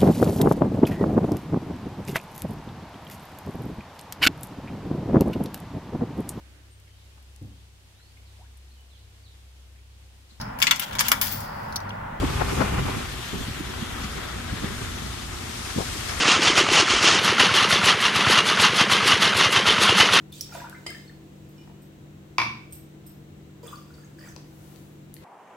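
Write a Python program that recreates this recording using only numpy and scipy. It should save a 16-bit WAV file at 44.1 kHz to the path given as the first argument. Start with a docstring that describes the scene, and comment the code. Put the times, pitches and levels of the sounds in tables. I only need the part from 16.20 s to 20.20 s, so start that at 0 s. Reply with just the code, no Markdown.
"""A single-cylinder diesel walking tractor pulls a potato digger over dry soil, close by.
We start above the frame: each engine cycle gulps, thumps, pops and clatters, the steel sieve shakes
about 6.5 times a second in bursts of rattling, and light wind nudges the microphone.
About a second in we cut to beside the sieve. From there to the end the rattle has a darker top,
and the bright jangle of loose steel at each reversal of the sieve stands out more."""
import sys
import numpy as np
from scipy import signal
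from scipy.fft import rfft, irfft, next_fast_len
from scipy.io import wavfile
from scipy.ndimage import uniform_filter1d

SR = 44100
rng = np.random.default_rng(int(sys.argv[2]) if len(sys.argv) > 2 else 0)


def generate_wav(sig):
    """Save sig (samples, or channels by samples) to the path in sys.argv[1] as 16-bit PCM at SR."""
    pcm = np.round(np.clip(np.atleast_2d(sig).T, -1, 1) * 32767).astype(np.int16)
    wavfile.write(sys.argv[1], SR, pcm)


N = 176400
CUT_S, CROSSFADE_S = 0.98, .02  # from above the frame to beside the sieve
CYCLE_S = .10829  # one engine cycle
POP_ABOVE_S, POP_BESIDE_S = .0885, 1.1255  # one pop anchors the engine's beat at each position

# Wind bumps on the microphone: centre_s, level_db, half_width_s
WIND_BUMPS = [(.31, -43, .025), (.43, -52, .025), (.52, -44, 0.018), (.76, -34, .02), (1.86, -50, .014),
              (2.52, -60, .018), (2.85, -47, .02), (3.5, -43, 0.024)]
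# Low rumble of the wind: frequency_hz, gain_db
WIND_EQ = [(12, -25), (26, -5), (42, 0), (60, -2), (90, -14), (200, -40), (500, -80)]

# Steady bed of engine and soil noise: frequency_hz, gain_db
BED_EQ = [(25, -58), (55, -37), (85, -11.5), (125, -1), (205, 0.5), (270, -10), (420, -0.5), (750, -9.5),
          (1100, -5.5), (2300, -1), (3200, -13), (6300, -32.5), (9000, -27), (11500, -40)]
# One cycle's gas pulses, above the frame: start_from_pop_s, length_s, start_hz, end_hz, relative_db
PULSES_ABOVE = [(-.0595, .010, 1550, 1000, -16), (-.042, .028, 115, 92, -27), (-.039, .014, 330, 200, -25),
                (-.0072, .014, 400, 280, -16.5), (.021, .014, 320, 190, -25)]
# The same, beside the sieve: start_from_pop_s, length_s, start_hz, end_hz, relative_db
PULSES_BESIDE = [(-.0555, .016, 1600, 1130, -17.5), (-.039, .032, 120, 98, -26),
                 (-.038, .009, 1150, 1050, -20), (-.036, .016, 290, 210, -29), (-.003, .010, 540, 280, -18),
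                 (.020, .042, 206, 202, -27)]
# One cycle's piston and valve knocks: start_from_pop_s, relative_db, decay_s
ENGINE_KNOCKS = [(-.053, -27, .008), (-.035, -23, .016), (.012, -28, .01), (.024, -26, .009)]
# Metallic tone of the knocks: frequency_hz, gain_db
KNOCK_EQ = [(50, -39), (120, -26), (300, -26.5), (600, -3), (1100, -3.5), (2200, -5.5), (3000, -5),
            (4500, -22.5), (7000, -22), (11000, -43)]
# How hard the engine fires: time_s, gain_db
ENGINE_LOAD = [(0.06, 1), (0.39, 2), (0.71, -0.5), (0.99, -1), (1.2, 3), (1.42, -0.5), (1.64, 2.5),
               (1.87, -7), (2.08, 6), (2.29, -6.5), (2.41, 5), (2.51, -5), (2.618, 1.5), (2.94, 1),
               (3.05, -0.5), (3.26, -1), (3.8, 4.5), (3.92, -0.5)]

# Clashes as the sieve reverses, one a shake: peak_s, level_db
REVERSALS = [(.08, -40), (.23, -34), (.38, -27), (.533, -27), (.69, -41), (.835, -31), (1.048, -26),
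             (1.205, -32), (1.355, -28), (1.507, -25.5), (1.655, -24), (1.815, -30.5), (1.962, -29),
             (2.113, -23.5), (2.27, -27), (2.416, -22), (2.567, -27.5), (2.72, -24), (2.875, -23.5),
             (3.025, -26.5), (3.175, -25), (3.325, -26), (3.475, -30), (3.629, -21), (3.785, -23.5),
             (3.94, -24.5)]
# Bright sheen of the clashes: frequency_hz, gain_db
CLASH_EQ = [(2000, -47), (4200, 11), (5500, -2.5), (6800, 1.5), (7800, 1.5), (9000, -1.5), (10400, 2),
            (11900, -4)]
# Rattle bursts from the sieve and its linkage: peak_s, relative_db, rise_s, fall_s
RATTLE_BURSTS = [(0.019, -20.5, 0.096, 0.091), (0.079, -16, 0.019, 0.064), (0.117, -17, 0.0097, 0.042),
                 (0.229, -19, 0.014, 0.041), (0.274, -15.5, 0.037, 0.043), (0.379, -14, 0.018, 0.041),
                 (0.454, -39, 0.047, 0.1), (0.535, -17, 0.016, 0.098), (0.609, -15.5, 0.088, 0.015),
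                 (0.704, -18.5, 0.022, 0.12), (0.778, -26.5, 0.055, 0.043), (0.835, -15, 0.012, 0.041),
                 (0.875, -14.5, 0.016, 0.047), (0.942, -18.5, 0.047, 0.084), (1.05, -19, 0.011, 0.045),
                 (1.079, -18.5, 0.01, 0.066), (1.2, -12, 0.012, 0.042), (1.25, -17.4, 0.01, 0.039),
                 (1.367, -16, 0.043, 0.073), (1.436, -18.5, 0.028, 0.021), (1.529, -15.5, 0.029, 0.056),
                 (1.661, -22.5, 0.035, 0.05), (1.689, -12, 0.03, 0.034), (1.859, -16.5, 0.049, 0.034),
                 (1.962, -20, 0.031, 0.078), (2.011, -21, 0.018, 0.027), (2.127, -15.5, 0.057, 0.027),
                 (2.19, -14, 0.043, 0.018), (2.296, -17.4, 0.036, 0.048), (2.399, -21, 0.0071, 0.12),
                 (2.451, -13.5, 0.05, 0.025), (2.613, -14.0, 0.045, 0.022), (2.724, -16.5, 0.025, 0.033),
                 (2.762, -21, 0.033, 0.062), (2.885, -15.5, 0.041, 0.038), (2.915, -15.5, 0.019, 0.05),
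                 (3.024, -16.5, 0.013, 0.076), (3.061, -19, 0.024, 0.031), (3.208, -14.7, 0.036, 0.023),
                 (3.242, -16, 0.021, 0.036), (3.327, -20.0, 0.006, 0.039), (3.364, -15.5, 0.021, 0.043),
                 (3.477, -15.8, 0.015, 0.061), (3.516, -20.5, 0.023, 0.026), (3.638, -16, 0.051, 0.033),
                 (3.692, -17, 0.041, 0.046), (3.809, -11.5, 0.038, 0.029), (3.859, -19.9, 0.019, 0.066),
                 (3.936, -14.5, 0.014, 0.022), (3.961, -14, 0.011, 0.051)]
# Tone of the rattle above the frame: frequency_hz, gain_db
RATTLE_EQ_ABOVE = [(50, -49), (150, -20.5), (330, 0), (650, -5), (1100, -2.5), (1800, -1), (2400, 2.5),
                   (3100, 1), (4000, 0), (5300, -1), (6700, -4), (7800, -12), (10500, -20), (11800, -54)]
# Tone of the rattle beside the sieve: frequency_hz, gain_db
RATTLE_EQ_BESIDE = [(50, -36), (150, -8), (400, -9), (700, -11.5), (1150, 0.5), (1500, -2.5), (2000, -0.5),
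                    (2350, -2.5), (2850, 0.5), (3300, -1), (3800, -1.5), (5000, -7), (6500, -10),
                    (7600, -21.5), (10500, -20), (12000, -32.5)]
# Ringing modes of the steel frame: pitch_hz, relative_db, t60_s
FRAME_MODES = [(1066, -1, .25), (1584, -3, .25), (2039, -3, .25), (2121, -2, .3), (2790, -4, .2),
               (2835, 1, .25), (3130, -1, .2), (4316, -11, .15)]
# Body of the frame's thud: frequency_hz, gain_db
THUD_EQ = [(50, -67), (110, -2), (170, 4), (320, -0.5), (480, -1.5), (650, -5.5), (900, 7), (1500, -18.5),
           (4000, -49)]
# Pings of loose tines and pins: centre_hz, log_pitch_spread, relative_db, t60_s
TINE_PINGS = [(1200, .1, -10, .05), (1750, .15, -13, .04), (3080, .09, -6, .055), (4500, .16, -15, .035)]


def amp(db):
    """Decibels to gain."""
    return 10 ** (np.asarray(db) / 20)


def unit(x):
    """Scale to rms 1."""
    return x / np.sqrt(np.mean(x ** 2) + 1e-20)


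def clock():
    """Each sample's time in seconds."""
    return np.arange(N) / SR


def equalise(x, curve, size=4096):
    """Shape x with a minimum-phase EQ of unit energy."""
    hz, db = np.transpose(curve)
    shape_db = np.interp(np.log(np.fft.rfftfreq(size, 1 / SR) + 1), np.log(hz), db)
    cepstrum = irfft(np.log(amp(shape_db)))
    cepstrum[1:size // 2] *= 2  # fold forward, so nothing rings ahead of a hit
    cepstrum[size // 2 + 1:] = 0
    response = irfft(np.exp(rfft(cepstrum)))
    return signal.fftconvolve(x, response / np.linalg.norm(response))[:N]


def noise(curve):
    """Equalised noise of rms 1."""
    return unit(equalise(rng.standard_normal(N), curve))


def contacts(per_s, spread_db):
    """A crackle of tiny uneven impacts, levelled to rms 1 over about 20 ms."""
    hits = (rng.random(N) < per_s / SR) * np.sign(rng.standard_normal(N))
    hits *= amp(spread_db * np.clip(rng.standard_normal(N), -2, 2))
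    local_power = np.abs(uniform_filter1d(hits ** 2, size=900))
    return hits / np.sqrt(local_power + 1e-9)


def chatter(hits, t60_s=0.036, buzz_db=0.5):
    """Each contact rattles on for a moment in a fast-dying buzz."""
    decay = amp(-60 / (t60_s * SR)) ** 2
    tail_power = signal.lfilter([1 - decay], [1, -decay], hits ** 2)
    buzz = np.sqrt(tail_power) * rng.standard_normal(N)
    return unit(hits + amp(buzz_db) * buzz)


def perspective():
    """The crossfader: 0 above the frame, 1 beside the sieve."""
    return np.clip((clock() - CUT_S) / CROSSFADE_S + .5, 0, 1)


def wind():
    """Soft low bumps of air on the microphone."""
    t = clock()
    swells = sum(amp(db) * np.exp(-((t - at) / width) ** 2 / 2) for at, db, width in WIND_BUMPS)
    return swells * noise(WIND_EQ)


def gas_pulses(pop_s, pulses, scatter_db=1.57, pitch_scatter=0.045):
    """Intake and exhaust: short falling tones, a little different each cycle."""
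    track = np.zeros(N + 2 * SR)  # a second of handle at each end
    for pop in np.arange(pop_s % CYCLE_S - CYCLE_S, N / SR + CYCLE_S, CYCLE_S):
        for offset_s, length_s, start_hz, end_hz, db in pulses:
            louder, higher = rng.standard_normal(2)
            progress = np.linspace(0, 1, int(length_s * SR))
            hz = (start_hz + (end_hz - start_hz) * progress) * (1 + pitch_scatter * higher)
            swell = np.sin(np.pi * progress ** 0.83) ** 2  # attack quicker than release
            tone = np.sin(2 * np.pi * np.cumsum(hz) / SR)
            start = round((pop + offset_s + 1) * SR)
            track[start:start + len(tone)] += amp(db + scatter_db * louder) * swell * tone
    return track[SR:SR + N]


def knock_envelope(pop_s):
    """Piston and valve gear hit sharply and die away, cycle after cycle."""
    from_pop = clock() - pop_s
    power = sum((amp(db) * np.exp(-((from_pop - start_s) % CYCLE_S) / decay_s)) ** 2
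                for start_s, db, decay_s in ENGINE_KNOCKS)
    return np.sqrt(power)


def engine(gas_db=-2, knock_db=0.5, bed_db=-29, low_cut_hz=60):
    """The diesel's chug: gas pulses and metallic knocks ride the load over a steady noise bed."""
    beside = perspective()
    gas = (1 - beside) * gas_pulses(POP_ABOVE_S, PULSES_ABOVE)
    gas += beside * gas_pulses(POP_BESIDE_S, PULSES_BESIDE)
    gas = signal.sosfilt(signal.butter(2, low_cut_hz, "high", fs=SR, output="sos"), gas)
    force = (1 - beside) * knock_envelope(POP_ABOVE_S) + beside * knock_envelope(POP_BESIDE_S)
    knocks = equalise(force * contacts(per_s=4000, spread_db=3.5), KNOCK_EQ)
    load = amp(np.interp(clock(), *np.transpose(ENGINE_LOAD)))
    return load * (amp(gas_db) * gas + amp(knock_db) * knocks) + amp(bed_db) * noise(BED_EQ)


def burst(peak_s, db, rise_s, fall_s):
    """An envelope with exponential attack and release."""
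    t = clock()
    return amp(db) * np.exp(-np.maximum((peak_s - t) / rise_s, (t - peak_s) / fall_s))


def clashes():
    """Loose steel jangles brightly at each reversal of the sieve."""
    envelope = sum(burst(peak_s, db, rise_s=0.013, fall_s=0.021) for peak_s, db in REVERSALS)
    jangle = chatter(contacts(per_s=600, spread_db=3))
    return envelope * unit(equalise(jangle, CLASH_EQ))


def frame_ring(force):
    """The contacts set the steel frame ringing in its modes."""
    age = np.arange(SR // 2) / SR
    modes = sum(amp(db - 60 * age / t60_s) / np.sqrt(t60_s) * np.sin(2 * np.pi * hz * age)
                for hz, db, t60_s in FRAME_MODES)
    return signal.fftconvolve(force, modes / np.linalg.norm(modes))[:N]


def tine_pings(shake, centre_hz, pitch_spread, db, t60_s, count=1000, spread_db=3.5):
    """Loose tines and pins ping at scattered pitches, louder when the shake is harder."""
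    starts = (rng.random(count) * N).astype(int)
    higher, louder = np.clip(rng.standard_normal((2, count, 1)), -2, 2)
    age = np.arange(SR // 20) / SR
    hz = centre_hz * np.exp(pitch_spread * higher)
    rings = amp(spread_db * louder - 60 * age / t60_s) * np.sin(2 * np.pi * hz * age)
    attack = 1 - np.exp(-age * centre_hz / 2)
    rings *= attack * rng.choice([-1, 1], (count, 1))
    rings *= np.sqrt(N / np.sum(rings ** 2))  # together about rms 1
    rings *= shake[starts, None]
    samples = starts[:, None] + np.arange(len(age))
    return amp(db) * np.bincount(samples.ravel(), rings.ravel(), N)[:N]


def sieve(rattle_db=-1, ring_db=-12.5, thud_db=-34.5, scrape_share=.3):
    """Each shake throws steel and soil into a burst of contacts that ping, thud and ring the frame."""
    beside = perspective()
    shake = np.sqrt(sum(burst(*row) ** 2 for row in RATTLE_BURSTS))
    hits = chatter(contacts(per_s=800, spread_db=3))
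    scrape = rng.standard_normal(N)
    grit = np.sqrt(1 - scrape_share) * hits + np.sqrt(scrape_share) * scrape
    force = amp(rattle_db) * shake * grit
    rattle = equalise(force * (1 - beside), RATTLE_EQ_ABOVE)
    rattle += equalise(force * beside, RATTLE_EQ_BESIDE)
    ring = amp(ring_db) * frame_ring(force)
    thud = amp(thud_db) * unit(shake ** 1.27) * noise(THUD_EQ)  # favours the hardest shakes
    pings = sum(tine_pings(shake, *row) for row in TINE_PINGS)
    return rattle + ring + thud + pings


def scene():
    """All layers meet at one microphone, the same in both ears."""
    return np.tile(engine() + sieve() + clashes() + wind(), (2, 1))


def record(dry):
    """A soft limiter rounds the highest peaks, then a brick-wall filter trims the top."""
    ceiling, top_hz = .95, 12100
    limited = dry / (1 + (dry / ceiling) ** 8) ** (1 / 8)
    size = next_fast_len(N + SR // 2)
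    passband = np.fft.rfftfreq(size, 1 / SR) < top_hz
    return irfft(rfft(limited, size) * passband, size)[:, :N]


dry = scene()
out = record(dry)
generate_wav(out)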